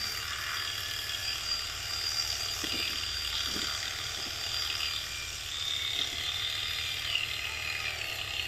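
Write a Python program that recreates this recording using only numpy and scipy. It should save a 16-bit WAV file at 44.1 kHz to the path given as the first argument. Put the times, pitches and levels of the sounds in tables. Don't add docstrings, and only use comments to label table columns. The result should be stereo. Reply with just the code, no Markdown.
import sys
import numpy as np
from scipy import signal
from scipy.fft import rfft, irfft
from scipy.io import wavfile

SR = 44100
rng = np.random.default_rng(int(sys.argv[2]) if len(sys.argv) > 2 else 0)


def waveform_to_disk(signal):
    frames = np.transpose(np.atleast_2d(signal))
    scaled = np.clip(frames, -1, 1) * 32767
    samples = np.round(scaled).astype(np.int16)
    wavfile.write(sys.argv[1], SR, samples)


N = 373527
TIME = np.arange(N) / SR

# (frequency [Hz], relative density [dB])
AIR_SPECTRUM = [(20, -3), (40, -20), (60, -0.5), (105, -6), (150, -11), (220, -15), (350, -11), (550, -15),
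                (950, -18.5), (3000, -5), (4200, -12.5), (5500, -22), (9000, -24), (15000, -92)]
# (time [s], firing rate [Hz], firing tone level [dB], low drone level [dB])
FAR_ENGINE = [(0, 17, -51, -74), (1.5, 17.8, -56, -52), (2.6, 14.1, -56, -56), (3.3, 17, -60, -47.5),
              (3.8, 20.4, -57, -58), (5.4, 18.7, -54, -53.5), (6.3, 19.8, -50, -75), (7.3, 19.1, -51, -96),
              (8.47, 20, -51.5, -58)]
# (multiple of firing rate [-], relative level [dB])
FIRING_TONES = [(2, -12), (3, -7), (4, 1), (5, 0.5), (6, -2), (7, -8.5)]
# (time [s], centre pitch [Hz], relative level [dB])
WANDERING_HUM = [(0, 96.9, -54), (.8, 90, -50), (1.7, 87, -48.5), (2.2, 94.3, -51), (2.9, 88.3, -48),
                 (3.7, 83.06, -50), (5.4, 84, -52), (8.47, 90.5, -57)]

# (time [s], gear mesh pitch [Hz])
MESH_PITCH = [(0.0, 2359), (0.2, 2356), (0.45, 2378), (0.63, 2387), (1.2, 2391), (1.7, 2382), (2.0, 2387),
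              (2.5, 2381), (2.74, 2386), (3.1, 2374), (3.9, 2368), (4.27, 2355), (4.58, 2389), (4.84, 2397),
              (5.38, 2375), (5.78, 2215), (5.99, 2212), (6.3, 2380), (6.68, 2416), (6.97, 2387),
              (7.15, 2335), (7.48, 2436), (7.77, 2454), (7.91, 2375), (8.0, 2270), (8.12, 2145),
              (8.28, 2065), (8.47, 2190)]
MESH_PER_TURN = 62.6
TURN_START_S, TURN_END_S = 4.9, 6.73

# (centre [Hz], width [Hz], relative level [dB])
MOTOR_MODES = [(425, 210, -7.5), (685, 75, -1.5), (818, 104, -4.5)]
HOUSING_MODES = [(1217, 182, 0.52), (1403, 104, 0), (1600, 216, -2.3)]
TUBE_MODES = [(1780, 240, -2.2), (1983, 200, -1.3), (2152, 85, 0.82)]
FORK_MODES = [(2552, 97, 4.5), (2814, 144, 4.5), (3105, 240, -2.5)]
COMB_MODES = [(3252, 290, 3), (3573, 205, 3), (3753, 230, -3.5), (4090, 136, -4.5), (4380, 100, -13)]
TOOTH_MODES = [(4764, 640, 2.5), (4980, 300, 9.5), (5333, 230, 6.5), (5724, 420, 5.5), (6580, 1060, -1)]
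TIP_MODES = [(6760, 430, -6.5), (7090, 230, 1.5), (7450, 230, -1), (8030, 800, -5)]
SIZZLE_MODES = [(9350, 110, 5), (12230, 2720, 7), (15200, 1400, -5.5)]
PART_UNEVEN_DB = 2.64

# (time [s], level [dB])
DRONE_LEVEL = [(0, -51), (.9, -64), (1.4, -56.5), (2.6, -53), (3.15, -59), (4.2, -53), (4.8, -53),
               (5.1, -63), (5.8, -60), (6.0, -48), (6.6, -58), (7.95, -51.5), (8.47, -52)]
# (time [s], level [dB])
RATTLE_FORCE = [(0.0, -39.5), (0.09, -41.5), (0.57, -37.5), (0.8, -44.5), (2.38, -44.5), (3.3, -43.5),
                (3.55, -40.5), (3.89, -40.5), (4.48, -46), (4.64, -40), (5.4, -51), (5.73, -44.5),
                (6.77, -40.5), (6.96, -48), (7.05, -39.5), (7.24, -49), (7.76, -40.5), (8.47, -44)]
# (time [s], relative level [dB])
COMB_LEVEL = [(0, -44), (.25, -43.5), (1.1, -43.5), (1.9, -45), (3.0, -40), (4.0, -38), (4.3, -42),
              (4.7, -41), (5.3, -43), (6.0, -39), (6.6, -35.5), (7.1, -40), (7.5, -46.5), (8.47, -45)]
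# (time [s], half length [s], fork gain [dB], comb gain [dB])
COMB_BITES = [(1.3, 0.14, 9.5, -2), (2.66, 0.018, 1, 2.5), (2.84, 0.24, 10.5, 2), (3.38, 0.058, 10, 8),
              (3.64, 0.066, 5, 3), (4.54, 0.11, 5, 4), (4.72, 0.064, 9, 4.5), (4.85, 0.052, 17, 3.5),
              (4.97, 0.032, 1, 11), (6.01, 0.035, 5, 9), (6.26, 0.044, -1, 5.5), (6.44, 0.016, -1, 5.5),
              (7.16, 0.063, 7.5, -1.5), (7.35, 0.03, 3.5, 5.5), (7.88, 0.058, 4.5, 4),
              (8.39, 0.051, 7.5, 6)]
# (time [s], hiss control [dB])
WOOL_CUT = [(0, -42), (.07, -42.5), (.25, -46), (.6, -44.5), (.92, -45), (1.12, -44), (1.35, -43),
            (1.65, -44), (2.2, -41), (2.6, -42), (3.2, -45), (3.55, -41.5), (4.3, -45), (4.6, -42.5),
            (5.05, -45), (5.72, -44), (5.85, -46), (8.47, -49.5)]
# (time [s], level [dB])
SIZZLE_LEVEL = [(0, -44), (.35, -48), (.65, -46.5), (1.6, -51.5), (2.6, -46), (3.1, -54), (3.55, -50),
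                (4.25, -52), (4.6, -48.5), (5.8, -53), (8.47, -52.5)]

# (time [s], level [dB])
OCTAVE_LEVEL = [(0, -39.5), (.18, -42), (.28, -53), (.4, -46), (.6, -40), (1.2, -44.5), (1.38, -47.5),
                (1.78, -47.5), (1.9, -41.5), (2.1, -38), (2.25, -41), (2.6, -46), (2.7, -38), (3.4, -38),
                (3.7, -37), (3.85, -46), (4.1, -43), (4.3, -46), (4.7, -40.5), (4.97, -42.5), (5.04, -46),
                (5.4, -56), (5.8, -73), (6.3, -51), (6.6, -44), (7.1, -46), (7.3, -62), (7.7, -50),
                (8.05, -46.5), (8.47, -41)]
# (time [s], half length [s], mesh tone gain [dB], octave gain [dB], left over right [dB])
WHINE_GESTURES = [(.04, 0.26, 6, 5.5, 5), (.5, 0.074, 7, -2, 11), (1.29, 0.064, 7, 13, -6),
                  (1.53, 0.09, -1, 17.5, -1), (1.65, 0.048, 0, 10, 1), (1.96, 0.074, 2, 7, -13),
                  (2.085, 0.034, 3, 9.5, -6), (2.2, 0.04, 6, 10, -3), (2.315, .03, 4, 11, 0),
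                  (2.42, 0.046, 4, 13.5, -2), (2.52, 0.032, 1, 11, -1), (2.82, 0.1, 14, 3.5, 1),
                  (3.1, 0.15, -6, 1, -2), (3.55, 0.1, 3, 1.5, 6), (4.43, 0.037, -12, 7, 9),
                  (4.58, 0.064, -9, 9, 1), (4.88, 0.053, 7, 7.5, -5), (4.94, 0.08, 5.5, 0.5, 5),
                  (5.2, 0.1, 12.5, 5, 15), (5.83, 0.12, 11, 6, 0), (6.35, 0.093, 2, 0, 15),
                  (6.86, 0.3, 10.5, 0.5, 1), (7.13, 0.065, 0, 8, 0), (7.66, 0.22, 13, 4, -12),
                  (7.9, .07, 6, -1, -10)]
MESH_TONE_DB = -53
WHINE_THROB, THROB_PER_DB = .43, 1
WHINE_FLUTTER_DB = 1.0
KNOCK_JOLT_HZ = 19

# (multiple of shaft speed [-], relative level [dB])
CRANK_TONES = [(27, -76), (28, -70), (29, -64), (31, -64.5), (32, -72), (35, -61), (36, -62.5), (37, -58),
               (38, -82.5), (40, -58), (42, -68), (45, -64.5), (47, -58), (61, -62.5), (65, -55),
               (132, -76), (141, -62)]
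# (time [s], level [dB])
MOTOR_HUM_LEVEL = [(0, -59), (1.5, -57.5), (2.8, -55), (3.05, -67), (3.45, -62), (3.7, -55), (4.2, -54),
                   (5.2, -62), (6.2, -59), (7.6, -56), (8.0, -51), (8.47, -54.5)]
# (frequency [Hz], gain [dB])
CASE_RESPONSE = [(300, -13), (380, -8), (460, -6), (540, -14), (575, -14), (610, 0), (690, 0), (770, -2.5),
                 (840, -8), (930, -15)]
ODD_ORDER_DB = -6
# (multiple of shaft speed [-], relative level [dB])
GEAR_SIDE_TONES = [(118, -58), (121, -70), (129, -66), (133, -73)]
LABOUR_FULL = 0.1

# (time [s], half length [s], centre pitch [Hz], level [dB])
BRIEF_TONES = [(0.038, 0.076, 209, -58), (3.29, .015, 800, -56), (3.343, 0.022, 885, -53),
               (7.515, .04, 880, -52), (7.52, .035, 1296, -52), (7.658, 0.055, 1220, -53),
               (7.81, .045, 1260, -51), (8.15, .03, 1210, -52)]
# (time [s], relative level [dB], rise [s], decay [s])
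SCUFF_EVENTS = [(.05, -57, 0.087, 0.072), (1.49, -55, 0.018, 0.029), (2.641, -37.5, 0.0071, 0.01),
                (2.675, -44, .005, 0.011), (2.747, -39.5, 0.018, 0.026), (2.798, -46, 0.0053, 0.011),
                (2.92, -50.5, 0.06, 0.097), (3.49, -46.5, 0.02, 0.04), (3.566, -39, 0.034, 0.025),
                (3.63, -45.5, 0.013, 0.046), (4.19, -45.5, 0.0082, 0.02), (4.272, -44.5, 0.011, .02),
                (6.005, -47, 0.02, 0.02), (6.13, -51, 0.039, 0.059)]
# (start [s], end [s], centre [Hz], width [Hz], level [dB], left over right [dB])
SINGING_MODES = [(0.23, 1.4, 1722, 45, -45, -12), (0.5, 1.49, 3280, 140, -40.5, -15),
                 (0.08, 3.6, 2840, 110, -45, -7), (1.25, 2.9, 1372, 46, -54, 0),
                 (4.4, 4.6, 2860, 82, -44, 10), (6.35, 7.0, 3600, 74, -41.5, -4),
                 (5.8, 8.0, 4110, 130, -45, -3.5), (5.7, 7.9, 2070, 125, -46, -3),
                 (3.7, 4.6, 6400, 300, -49, -12), (6.2, 8.47, 1235, 59, -54, 20),
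                 (2.72, 2.95, 3600, 160, -38.5, -4), (2.72, 2.92, 2830, 110, -43, -1)]
# (time [s], relative level [dB], pitch [Hz])
THUMP_EVENTS = [(2.639, -27, 323), (2.744, -33, 328), (2.796, -36, 340), (3.562, -28, 320),
                (4.268, -39, 290), (6.0, -37, 310)]
# (time [s], relative level [dB], centre [Hz])
SNAP_EVENTS = [(2.642, -26, 1930), (2.642, -20.5, 3300), (2.669, -21, 3230), (2.877, -18.5, 3330),
               (3.035, -21, 2830), (3.353, -22, 3430), (3.879, -21, 3600), (3.987, -26, 2010),
               (4.566, -22, 3500), (5.703, -23, 3700), (5.957, -20, 3610), (6.013, -17, 3670),
               (6.043, -21, 3640), (6.206, -24, 3100), (6.860, -25, 3540), (7.149, -20, 2860),
               (7.203, -26, 2730), (7.335, -21, 3550), (7.454, -22, 2900), (8.123, -22, 2770),
               (8.214, -21, 2900), (8.350, -28, 2800)]
# (time [s], centre [Hz], level [dB], left over right [dB])
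RING_SLIDE = [(5.4, 3540, -60, -7), (5.55, 3600, -34, -7), (5.78, 3600, -30.5, -8), (6.03, 3670, -35, -5),
              (6.12, 3450, -41, 3), (6.22, 3270, -39, 4), (6.3, 3570, -35, -5), (6.75, 3680, -38.5, -2),
              (6.92, 3320, -46, 0), (7.07, 3160, -38, 2), (7.15, 2850, -33, -12), (7.22, 2740, -32, -17),
              (7.3, 2730, -50, -16), (7.44, 2510, -43, -16), (7.52, 2522, -41.5, -14),
              (7.79, 2510, -38.5, -12), (7.94, 2370, -43, -6), (7.99, 2500, -42, -14),
              (8.07, 2690, -37, -20), (8.25, 2700, -42, -25), (8.47, 2810, -38, -21)]
SLIDING_WIDTH_HZ = 160

CUTOFF_HZ = 15500


def from_db(db):
    return 10 ** (np.asarray(db) / 20)


def rms_one(x):
    return x / np.sqrt(np.mean(x ** 2) + 1e-20)


def in_time(rows):
    s, *columns = np.transpose(rows)
    return [np.interp(TIME, s, c) for c in columns]


def drift(rate_hz):
    pole = np.exp(-80 * np.pi * rate_hz / SR)
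    noise = rng.standard_normal(N // 40 + 2002)
    slow = signal.lfilter([1], [1, -2 * pole, pole * pole], noise)[2000:]
    return np.interp(np.arange(N) / 40, np.arange(len(slow)), rms_one(slow))


def tone(hz):
    return np.sqrt(2) * np.sin(2 * np.pi * (np.cumsum(hz) / SR + rng.random()))


def band(x, hz, width_hz):
    edges = np.clip([hz - width_hz / 2, hz + width_hz / 2], 15, .45 * SR)
    return signal.sosfilt(signal.butter(2, edges, "band", fs=SR, output="sos"), x + 1e-18)


def stereo_noise(spread):
    mid, side = rng.standard_normal((2, N))
    return rms_one(mid + spread * side * np.array([[1], [-1]]))


def pan(left_db):
    gains = from_db(np.array([[.5], [-.5]]) * left_db)
    return gains / np.sqrt(np.mean(gains ** 2, axis=0))


def off_centre(x, count):
    return np.array([x[0], np.pad(x[1], (count, 0))[:N]])


def swell_shape(s, half_s):
    return np.exp(-np.minimum(((TIME - s) / half_s) ** 2, 30))


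def gestures(rows):
    return sum(np.outer(amounts, swell_shape(s, half_s)) for s, half_s, *amounts in rows)


def burst(s, rise_s, decay_s):
    age = np.where(TIME < s, (s - TIME) / rise_s, (TIME - s) / decay_s)
    return np.exp(-np.minimum(age, 30))


def turned(before_db, after_db):
    return np.interp(TIME, [TURN_START_S, TURN_END_S], [before_db, after_db])


def follows(control_db, share):
    return share * (control_db - control_db.mean())


def thinned(x, edge_hz):
    return signal.sosfilt(signal.butter(2, edge_hz, "high", fs=SR, output="sos"), x + 1e-18)


def air():
    hz = np.maximum(np.arange(N // 2 + 1) * SR / N, 1)
    points_hz, points_db = np.transpose(AIR_SPECTRUM)
    gain = from_db(np.interp(np.log(hz), np.log(points_hz), points_db))
    mid, side = rfft(rng.standard_normal((2, N)))
    spread = np.minimum(0.15 + hz / 1400, .7)
    spectrum = gain * (mid + spread * side * np.array([[1], [-1]]))
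    return from_db(-44) * rms_one(irfft(spectrum, N))


def far_engine():
    firing_hz, engine_db, drone_db = in_time(FAR_ENGINE)
    hum_hz, hum_db = in_time(WANDERING_HUM)
    firing = rms_one(sum(from_db(db + 3.0 * drift(4.2)) * tone(order * firing_hz)
                         for order, db in FIRING_TONES))
    drone = tone(57 + 0.7 * drift(1.4))
    hum_hz = hum_hz + 2.45 * drift(2.95)
    hum = tone(hum_hz) + from_db(-5.0) * tone(1.22 * hum_hz)
    return from_db(engine_db) * firing + from_db(drone_db) * drone + from_db(hum_db - 4.0) * hum


def knocks(shaft_hz, return_db, return_late_s, uneven_db, jitter_s):
    at = np.flatnonzero(np.diff(np.floor(2 * np.cumsum(shaft_hz) / SR)))
    size, late = rng.standard_normal((len(at), 2)).T
    returning = np.arange(len(at)) % 2
    delay_s = late * jitter_s + returning * return_late_s
    landing = np.clip(at + np.round(delay_s * SR).astype(int), 0, N - 1)
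    clicks = np.zeros(N)
    clicks[landing] = from_db(return_db * returning + uneven_db * np.clip(size, -2, 2))
    return clicks


def chatter_force(clicks, decay_s, rub, clean, spread):
    blows = clicks * from_db(PART_UNEVEN_DB * np.clip(drift(60), -1.6, 1.6))
    chatter = rms_one(signal.lfilter([1], [1, -np.exp(-1 / (decay_s * SR))], blows))
    rough = np.sqrt(chatter ** 2 + rub ** 2) * stereo_noise(spread)
    return rough + clean * rms_one(blows)


def rattle(clicks, modes, decay_s, rub, clean, spread, flicker_db):
    force = chatter_force(clicks, decay_s, rub, clean, spread)
    return rms_one(sum((-1) ** k * from_db(db + flicker_db * drift(7.2)) * band(force, hz, width)
                       for k, (hz, width, db) in enumerate(modes)))


def casing(clicks):
    rattle_db, = in_time(RATTLE_FORCE)
    motor_db, = in_time(DRONE_LEVEL)
    housing_db = turned(before_db=-46.0, after_db=-52) + follows(rattle_db, share=1.24)
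    tube_db = turned(before_db=-47.5, after_db=-45.5) + follows(rattle_db, share=0.98)
    motor = rattle(clicks, MOTOR_MODES, decay_s=0.0038, rub=0.88, clean=0.66, spread=1.0, flicker_db=2.5)
    housing = pan(turned(before_db=3.5, after_db=10.0)) * rattle(
        clicks, HOUSING_MODES, decay_s=0.0039, rub=1.0, clean=0.88, spread=0.49, flicker_db=2.5)
    tube = pan(-5.0) * rattle(
        clicks, TUBE_MODES, decay_s=0.0047, rub=0.98, clean=0.72, spread=0.085, flicker_db=1.5)
    return from_db(motor_db) * motor + from_db(housing_db) * housing + from_db(tube_db) * tube


def blades(clicks):
    fork_bite_db, comb_bite_db = gestures(COMB_BITES)
    fork_db = turned(before_db=-49.0, after_db=-39.0) + fork_bite_db
    comb_db = in_time(COMB_LEVEL)[0] + comb_bite_db + 2.0
    fork = pan(turned(before_db=3.0, after_db=-18)) * rattle(
        clicks, FORK_MODES, decay_s=0.0022, rub=1.0, clean=0.9, spread=0.95, flicker_db=2.0)
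    comb = pan(turned(before_db=-7.5, after_db=-0.3)) * rattle(
        clicks, COMB_MODES, decay_s=0.0052, rub=1.0, clean=0.71, spread=0.17, flicker_db=2.0)
    return from_db(fork_db) * fork + from_db(comb_db) * comb


def wool_hiss(clicks):
    cut_db, = in_time(WOOL_CUT)
    teeth_db = -39.5 + follows(cut_db, share=1.24)
    tips_db = -46.0 + follows(cut_db, share=0.68)
    sizzle_db, = in_time(SIZZLE_LEVEL)
    teeth = pan(turned(before_db=-6.5, after_db=-5.0)) * rattle(
        clicks, TOOTH_MODES, decay_s=0.0074, rub=1.43, clean=0.59, spread=0.71, flicker_db=2.5)
    tips = pan(6.1) * rattle(
        clicks, TIP_MODES, decay_s=0.0018, rub=1.7, clean=0.15, spread=1.0, flicker_db=1.4)
    sizzle = pan(-0.88) * rattle(
        clicks, SIZZLE_MODES, decay_s=0.0045, rub=1.6, clean=0.12, spread=1.0, flicker_db=2.0)
    return from_db(teeth_db) * teeth + from_db(tips_db) * tips + from_db(sizzle_db) * sizzle


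def handpiece(clicks):
    return casing(clicks) + blades(clicks) + wool_hiss(clicks)


def gear_whine(mesh_hz, off_speed, clicks, throb, rough, off_speed_rough, off_speed_db):
    mesh_swell_db, octave_swell_db, left_db = gestures(WHINE_GESTURES)
    smooth_knocks = signal.sosfilt(signal.butter(4, 95, fs=SR, output="sos"), clicks)
    push = rms_one(smooth_knocks - smooth_knocks.mean())
    cut_db, = in_time(WOOL_CUT)
    depth = throb * np.clip(-2 + THROB_PER_DB * (cut_db - np.median(cut_db)), .5, 1.3)
    swell = (1 + depth * push) * from_db(WHINE_FLUTTER_DB * drift(4.8))
    jolt = np.interp(TIME - .0018, TIME, push)
    blur = rough + off_speed_rough * off_speed

    def smeared(hz):
        return rms_one(drift(33) * tone(hz) + drift(58) * tone(hz) + drift(41) * tone(hz))

    def partial(hz):
        smear = np.array([smeared(hz) for _ in range(3)])
        halo = smear[0] + .5 * smear[1:]
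        return rms_one(swell * (tone(hz) + blur * halo) / np.sqrt(1 + blur ** 2))

    octave_db = in_time(OCTAVE_LEVEL)[0] + octave_swell_db
    octave = from_db(octave_db) * pan(left_db) * partial(2 * mesh_hz + KNOCK_JOLT_HZ * jolt)
    mesh = from_db(MESH_TONE_DB + mesh_swell_db) * pan(-17.0) * partial(mesh_hz)
    return from_db(off_speed_db * off_speed) * (octave + mesh)


def shaft_tones(shaft_hz, waver_db):
    tones = sum(from_db(db + waver_db * drift(1.6)) * tone(order * shaft_hz) for order, db in CRANK_TONES)
    return from_db(turned(before_db=-1.4, after_db=-3.5)) * tones


def motor_hum(shaft_hz, waver_db):
    case_hz, case_db = np.transpose(CASE_RESPONSE)

    def overtone(k):
        db = np.interp(k * shaft_hz, case_hz, case_db) + ODD_ORDER_DB * (k % 2)
        return from_db(db + waver_db * drift(3.9)) * tone(k * shaft_hz)

    return from_db(in_time(MOTOR_HUM_LEVEL)[0]) * rms_one(sum(overtone(k) for k in range(8, 25)))


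def labour_tones(shaft_hz, off_speed, flutter_db):
    tones = sum(from_db(db + flutter_db * drift(25)) * tone(order * shaft_hz)
                for order, db in GEAR_SIDE_TONES)
    return np.minimum(off_speed / LABOUR_FULL, 1) * pan(-18) * tones


def brief_tones(waver_hz):
    return sum(from_db(db) * swell_shape(s, half_s) * tone(hz + waver_hz * drift(15.7))
               for s, half_s, hz, db in BRIEF_TONES)


def scuffs():
    push = sum(from_db(db) * burst(s, rise, decay) for s, db, rise, decay in SCUFF_EVENTS)
    thud = rms_one(band(stereo_noise(0.12), 294, 197))
    grit = rms_one(signal.lfilter([1], [1, -.93], stereo_noise(0.47)))
    return push * pan(-4.0) * (thud + from_db(0.5) * grit)


def singing(clicks, fade_s, decay_s, rub, clean, spread):
    force = chatter_force(clicks, decay_s, rub, clean, spread)
    out = np.zeros((2, N))
    for start, end, hz, width, db, left_db in SINGING_MODES:
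        held = np.clip(np.minimum(TIME - start, end - TIME) / fade_s, 0, 1)
        on = held > 0
        ring = rms_one(band(force[:, on], hz, width))
        out[:, on] += held[on] * from_db(db) * pan(left_db) * ring
    return out


def thumps(decay_s):
    out, age = np.zeros(N), np.arange(SR // 8) / SR
    for s, db, hz in THUMP_EVENTS:
        at = round(s * SR)
        out[at:at + len(age)] += from_db(db) * np.sin(2 * np.pi * hz * age) * np.exp(-age / decay_s)
    return pan(-4) * out


def snaps(decay_s, grit):
    out, age = np.zeros((2, N)), np.arange(SR // 20) / SR
    for s, db, hz in SNAP_EVENTS:
        noise = rms_one(band(rng.standard_normal(len(age)), hz, 1600))
        crack = np.sin(2 * np.pi * hz * age) + grit * noise
        at = round(s * SR)
        out[:, at:at + len(age)] += pan(-8.5) * from_db(db) * crack * np.exp(-age / decay_s)
    return out


def sliding_ring(clicks, decay_s, rub, clean, spread):
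    hz, db, left_db = in_time(RING_SLIDE)
    turning = np.exp(2j * np.pi * np.cumsum(hz) / SR)
    force = chatter_force(clicks, decay_s, rub, clean, spread)
    lowpass = signal.butter(2, SLIDING_WIDTH_HZ / 2, fs=SR, output="sos")
    ring = signal.sosfilt(lowpass, force / turning) * turning
    return from_db(db) * pan(left_db) * rms_one(ring.real)


def scene():
    mesh_hz, = in_time(MESH_PITCH)
    shaft_hz = mesh_hz / MESH_PER_TURN
    off_speed = np.abs(mesh_hz / np.median(mesh_hz) - 1)
    clicks = knocks(shaft_hz, return_db=-5.2, return_late_s=.0007, uneven_db=.9, jitter_s=.00002)

    metal = from_db(-1.02) * handpiece(clicks)
    metal += singing(clicks, fade_s=0.071, decay_s=0.0067, rub=0.43, clean=0.44, spread=0.14)
    metal += snaps(decay_s=0.0023, grit=0.22)
    metal += sliding_ring(clicks, decay_s=0.0053, rub=1.0, clean=0.78, spread=0.19)

    drive = gear_whine(mesh_hz, off_speed, clicks, throb=WHINE_THROB,
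                       rough=0.25, off_speed_rough=2.0, off_speed_db=-18)
    drive += from_db(-55 * off_speed) * shaft_tones(shaft_hz, waver_db=1.0)
    drive += motor_hum(shaft_hz, waver_db=3.0)
    drive += labour_tones(shaft_hz, off_speed, flutter_db=6)

    handling = thinned(scuffs() + thumps(decay_s=0.0082), edge_hz=134)
    handling = off_centre(handling[::-1], count=24)[::-1]

    shearing = off_centre(metal, count=3) + off_centre(drive, count=2)
    return shearing + handling + brief_tones(waver_hz=6.2) + far_engine() + air()


def record(dry):
    return signal.sosfilt(signal.ellip(10, .2, 80, CUTOFF_HZ, fs=SR, output="sos"), dry)


dry = scene()
out = record(dry)
waveform_to_disk(out)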